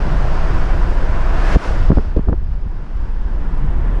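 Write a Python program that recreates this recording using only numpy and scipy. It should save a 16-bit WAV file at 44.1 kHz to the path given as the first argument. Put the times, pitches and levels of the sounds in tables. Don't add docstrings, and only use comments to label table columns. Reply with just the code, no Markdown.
import sys
import numpy as np
from scipy import signal
from scipy.fft import rfft, irfft
from scipy.io import wavfile
from scipy.ndimage import uniform_filter1d, minimum_filter1d, map_coordinates

SR = 44100
rng = np.random.default_rng(int(sys.argv[2]) if len(sys.argv) > 2 else 0)


def master_out(mix):
    frames = np.transpose(np.atleast_2d(mix))
    ceiling = np.clip(frames, -1, 1)
    pcm = np.round(ceiling * 32767).astype(np.int16)
    wavfile.write(sys.argv[1], SR, pcm)


N = 176400
T = np.arange(N) / SR
BURST_T = np.arange(-2048, 2048) / SR
PASS_S = 1.555


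def amp(db):
    return 10 ** (np.asarray(db) / 20)


def unit(x):
    return x / np.sqrt(np.mean(x ** 2) + 1e-20)


def level(points):
    return amp(np.interp(T, *np.transpose(points)))


def colour(points, hz):
    point_hz, db = np.transpose(points)
    return amp(np.interp(np.log(hz + 1), np.log(point_hz), db))


def noise(gain_at):
    return unit(irfft(rfft(rng.standard_normal(N)) * gain_at(np.fft.rfftfreq(N, 1 / SR)), N))


def equalise(x, points):
    return irfft(rfft(x) * colour(points, np.fft.rfftfreq(N, 1 / SR)), N)


def rush(points, patchy_db, flicker_db):
    _, _, bands = signal.stft(rng.standard_normal(N), SR, nperseg=1024, noverlap=768)
    patches = uniform_filter1d(rng.standard_normal(bands.shape), size=8, axis=0)
    patches = unit(uniform_filter1d(patches, size=14, axis=1))
    flicker = unit(uniform_filter1d(rng.standard_normal(bands.shape[1]), size=5))
    bands *= amp(patchy_db * patches + flicker_db * flicker)
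    _, restless = signal.istft(bands, nperseg=1024, noverlap=768)
    return unit(equalise(restless[:N], points))


def burst(window, gains):
    puff = rng.standard_normal(len(window)) * window
    for _ in range(3):
        phases = np.exp(1j * np.angle(rfft(puff)))
        puff = irfft(phases * gains, len(window)) * np.sqrt(window)
    return unit(puff) * np.sqrt(np.mean(window ** 2))


def add(mix, centre_s, sound):
    part = mix[max(round(centre_s * SR) - len(sound) // 2, 0):][:len(sound)]
    part += sound[:len(part)]


# time in seconds, level in dB.
WIND_RIDE = [(0, -13.5), (.45, -11), (1.0, -12), (1.55, -11), (1.7, -14), (1.88, -7.5), (2.02, -16.5),
             (2.46, -16.5), (2.66, -19.5), (2.78, -19), (2.87, -27.5), (2.96, -16), (3.4, -16),
             (3.65, -12.5), (4, -14)]
# frequency in Hz, gain in dB.
WIND_EQ = [(5, -9), (14, -2), (24, 4), (36, 0.5), (56, -8.5), (75, -15), (100, -22), (200, -39), (400, -57),
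           (1500, -101.5)]


def wind(lull_s=1.622, lull_half_s=.05, lull_db=-12):
    flutter = noise(lambda hz: colour(WIND_EQ, hz))
    swing = uniform_filter1d(abs(signal.hilbert(flutter)), size=2600)
    shelter = amp(lull_db * np.exp(-((T - lull_s) / lull_half_s) ** 4))
    return level(WIND_RIDE) * shelter * unit(flutter / swing)


# time in seconds, level in dB.
TYRE_RIDE = [(0, -28), (1.9, -33), (2.4, -39.5), (2.75, -36), (3.2, -33.5), (3.45, -30), (3.7, -28.5),
             (4, -27)]
# frequency in Hz, gain in dB.
TYRE_EQ = [(40, 8), (130, 4), (220, 2), (330, -1.5), (500, -7.5), (780, -9), (1000, -7.5), (1220, -13),
           (1600, -13), (2200, -22.5), (3200, -29.5), (4300, -40), (6500, -44), (11000, -52.5),
           (15000, -61)]


def tyre_roar():
    return level(TYRE_RIDE) * rush(TYRE_EQ, patchy_db=.5, flicker_db=.56)


# time in seconds, level in dB.
HISS_RIDE = [(0, -46.5), (.18, -46), (.45, -45), (1.05, -48.5), (1.6, -47.5), (1.87, -47), (2.0, -51.5),
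             (2.17, -60.5), (2.42, -62.5), (2.52, -60), (2.66, -62), (3.0, -59), (3.6, -59), (4, -61.5)]
# frequency in Hz, gain in dB.
HISS_EQ = [(800, -20), (2600, 3.5), (4100, -2), (5000, 0), (6000, -8), (8000, -17.5), (10500, -26),
           (15000, -32.5)]


def window_hiss():
    return level(HISS_RIDE) * rush(HISS_EQ, patchy_db=.8, flicker_db=.3)


# time in seconds, level in dB.
DRONE_RIDE = [(0, -25), (.35, -31.5), (.8, -32.5), (1.3, -40.5), (2.0, -40.5), (2.5, -38.5), (3.2, -52),
              (3.65, -27.5), (4, -38.5)]


def engine_drone(centre_hz=141, width_oct=.28):
    drone = noise(lambda hz: np.exp(-.5 * (np.log2((hz + 1) / centre_hz) / width_oct) ** 2))
    return level(DRONE_RIDE) * drone


# time in seconds, level in dB.
BRIDGE_RIDE = [(0, -28), (.22, -27), (.55, -27), (.95, -28.5), (1.3, -27.5), (1.8, -29.5), (2.0, -39),
               (2.2, -45), (2.5, -54.5), (4, -72)]
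# frequency in Hz, gain in dB.
BRIDGE_EQ = [(80, -4.5), (180, -1), (245, -9), (330, -1), (420, -5.5), (650, -3.5), (850, -6), (1000, -5.5),
             (1230, -9.5), (1450, -8), (2100, -17), (3000, -26.5), (4000, -36), (5000, -36.5),
             (6500, -38.5), (10500, -50.5), (15000, -59)]


def bridge_roar():
    return level(BRIDGE_RIDE) * rush(BRIDGE_EQ, patchy_db=1.17, flicker_db=.3)


# centre in seconds, level in dB, top of the knock in Hz.
AIR_POPS = [(0.102, -22, 2010), (1.559, -6, 690), (1.901, -16, 950), (1.905, -12, 1000), (1.918, -11, 1600),
            (1.973, -16, 1010), (1.984, -15.5, 1500), (2.167, -14, 530), (2.192, -25.5, 1200),
            (2.286, -20, 1400), (2.297, -25, 1400), (2.329, -18, 1550)]
# frequency in Hz, gain in dB.
POP_EQ = [(100, -11), (450, 4.5), (900, -6.5), (1500, -10.5), (5000, -17.5), (9000, -43.5)]


def pops(spread_s=.0019, fizz_db=-26.5):
    out = np.zeros(N)
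    hz = np.fft.rfftfreq(len(BURST_T), 1 / SR)
    window = np.exp(-.5 * (BURST_T / spread_s) ** 2)
    for centre_s, db, top_hz in AIR_POPS:
        low_pass = 1 / np.sqrt(1 + (hz / top_hz) ** 14)
        knock = burst(window, colour(POP_EQ, hz) * (low_pass + amp(fizz_db)))
        add(out, centre_s, amp(db) * knock)
    return out


def bodywork_shadow(behind_s=2.12, fade_db_per_s=50):
    return amp(-fade_db_per_s * np.maximum(T - behind_s, 0))


# frequency in Hz, gain in dB.
PASS_EQ = [(60, -16.5), (150, -8), (230, -4), (400, -4.5), (650, -3.5), (850, -2.5), (1100, -3),
           (1450, -1.5), (2100, -9.5), (3000, -15), (4100, -21.5), (5300, -25), (7500, -34), (10500, -42),
           (15000, -50)]


def oncoming_car(level_db=-25, closing_m_per_s=33, gap_m=3.02, tread_hz=1600, tread_width_hz=90):
    along_m = closing_m_per_s * (T - PASS_S)
    distance_m = np.hypot(gap_m, along_m)
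    facing = -along_m / distance_m
    beam_db = .5 * facing ** 2 + 1.4 * facing
    gain = amp(level_db + beam_db) * (gap_m / distance_m) ** 1.56
    tread = amp(-10) * noise(lambda hz: 1 / (1 + (2 * (hz - tread_hz) / tread_width_hz) ** 2))
    tyres = rush(PASS_EQ, patchy_db=.9, flicker_db=.4) + tread
    sent_s = T - distance_m / 343
    return gain * bodywork_shadow() * map_coordinates(tyres, [sent_s * SR], order=3, mode="wrap")


# frequency in Hz, gain in dB.
BOW_EQ = [(60, -5), (160, 5.5), (330, -2.5), (680, 1.5), (1100, -11), (4000, -60)]


def bow_wave(level_db=-23.5, rise_db_per_s=48, fall_db_per_s=900):
    below_peak_db = np.maximum(rise_db_per_s * (PASS_S - T), fall_db_per_s * (T - PASS_S))
    return amp(level_db - below_peak_db) * noise(lambda hz: colour(BOW_EQ, hz))


# frequency in Hz, gain in dB.
SPRAY_EQ = [(800, -24), (2500, 0.5), (5500, 3.5), (8000, -6.5), (15000, -25)]


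def spray(front_s=1.525, front_db=-46, rear_s=1.655, rear_db=-48, half_length_s=.081):
    front = amp(front_db) / (1 + ((T - front_s) / half_length_s) ** 2)
    rear = amp(rear_db) / (1 + ((T - rear_s) / half_length_s) ** 2)
    return (front + rear) * bodywork_shadow() * noise(lambda hz: colour(SPRAY_EQ, hz))


# centre in seconds, suction in dB, turbulence in dB,
# turbulence spread in seconds, turbulence corner in Hz.
WAKE_EDDIES = [(1.5646, 5.5, 1, 0.0048, 210), (1.905, -24, 1.5, 0.0049, 211), (1.919, -7, -6.5, 0.013, 225),
               (1.980, -2, -13.5, 0.014, 251), (2.077, -11.5, -30, 0.0028, 220),
               (2.172, -5.5, -13, 0.0066, 288), (2.192, -10.5, -15.5, 0.008, 217),
               (2.289, -3.5, -18.5, 0.018, 260), (2.327, -10.5, -19, 0.015, 257),
               (2.666, -11.5, -26.5, 0.019, 127)]


def wake(core_s=.0048, rise_ratio=.79, rolloff_order=3.1):
    out = np.zeros(N)
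    hz = np.fft.rfftfreq(len(BURST_T), 1 / SR)
    across_core = BURST_T / core_s
    suction = (across_core ** 2 - 1) * np.exp(-across_core ** 2 / 2)
    skew = np.where(BURST_T < 0, rise_ratio, 1)
    for centre_s, suction_db, turbulence_db, spread_s, corner_hz in WAKE_EDDIES:
        window = np.exp(-.5 * (BURST_T / spread_s / skew) ** 2)
        high_pass = hz / (hz + corner_hz / 2)
        low_pass = 1 / np.sqrt(1 + (hz / corner_hz) ** (2 * rolloff_order))
        turbulence = burst(window, high_pass * low_pass)
        add(out, centre_s, amp(suction_db) * suction + amp(turbulence_db) * turbulence)
    return out


# frequency in Hz, gain in dB.
TICK_EQ = [(1000, -22), (4500, 0), (14000, -9)]


def tick(centre_s=3.578, db=-51, spread_s=.0008):
    window = np.exp(-.5 * ((T - centre_s) / spread_s) ** 2)
    return amp(db) * window * noise(lambda hz: colour(TICK_EQ, hz))


# frequency in Hz, gain in dB.
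TREBLE_SHELF_EQ = [(10800, 0), (11800, -8), (15000, -16.5)]


def scene():
    bed = wind() + tyre_roar() + window_hiss() + engine_drone() + bridge_roar()
    events = oncoming_car() + bow_wave() + wake() + pops() + spray() + tick()
    return equalise(bed + events, TREBLE_SHELF_EQ)[None]


def record(dry, threshold_db=-1.5, attack_s=.0015, recovery_db_per_s=118, fade_s=.004, top_hz=14900):
    span = 2 * int(attack_s * SR)
    envelope_db = 20 * np.log10(uniform_filter1d(abs(dry[0]), span) + 1e-9)
    over_db = np.maximum(envelope_db - threshold_db, 0)
    recovery_db = T * recovery_db_per_s
    reduction_db = np.maximum.accumulate(over_db + recovery_db) - recovery_db
    ducked = dry * amp(uniform_filter1d(minimum_filter1d(-reduction_db, span), span))
    clipped = ducked / (1 + (ducked / .96) ** 6) ** (1 / 6)
    edge_s = np.minimum(T, T[::-1])
    fade = np.sin(np.pi / 2 * np.minimum(edge_s / fade_s, 1)) ** 2
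    low_pass = signal.firwin(511, top_hz, window=("kaiser", 9), fs=SR)
    return signal.oaconvolve(clipped * fade, low_pass[None], "same")


dry = scene()
out = record(dry)
master_out(out)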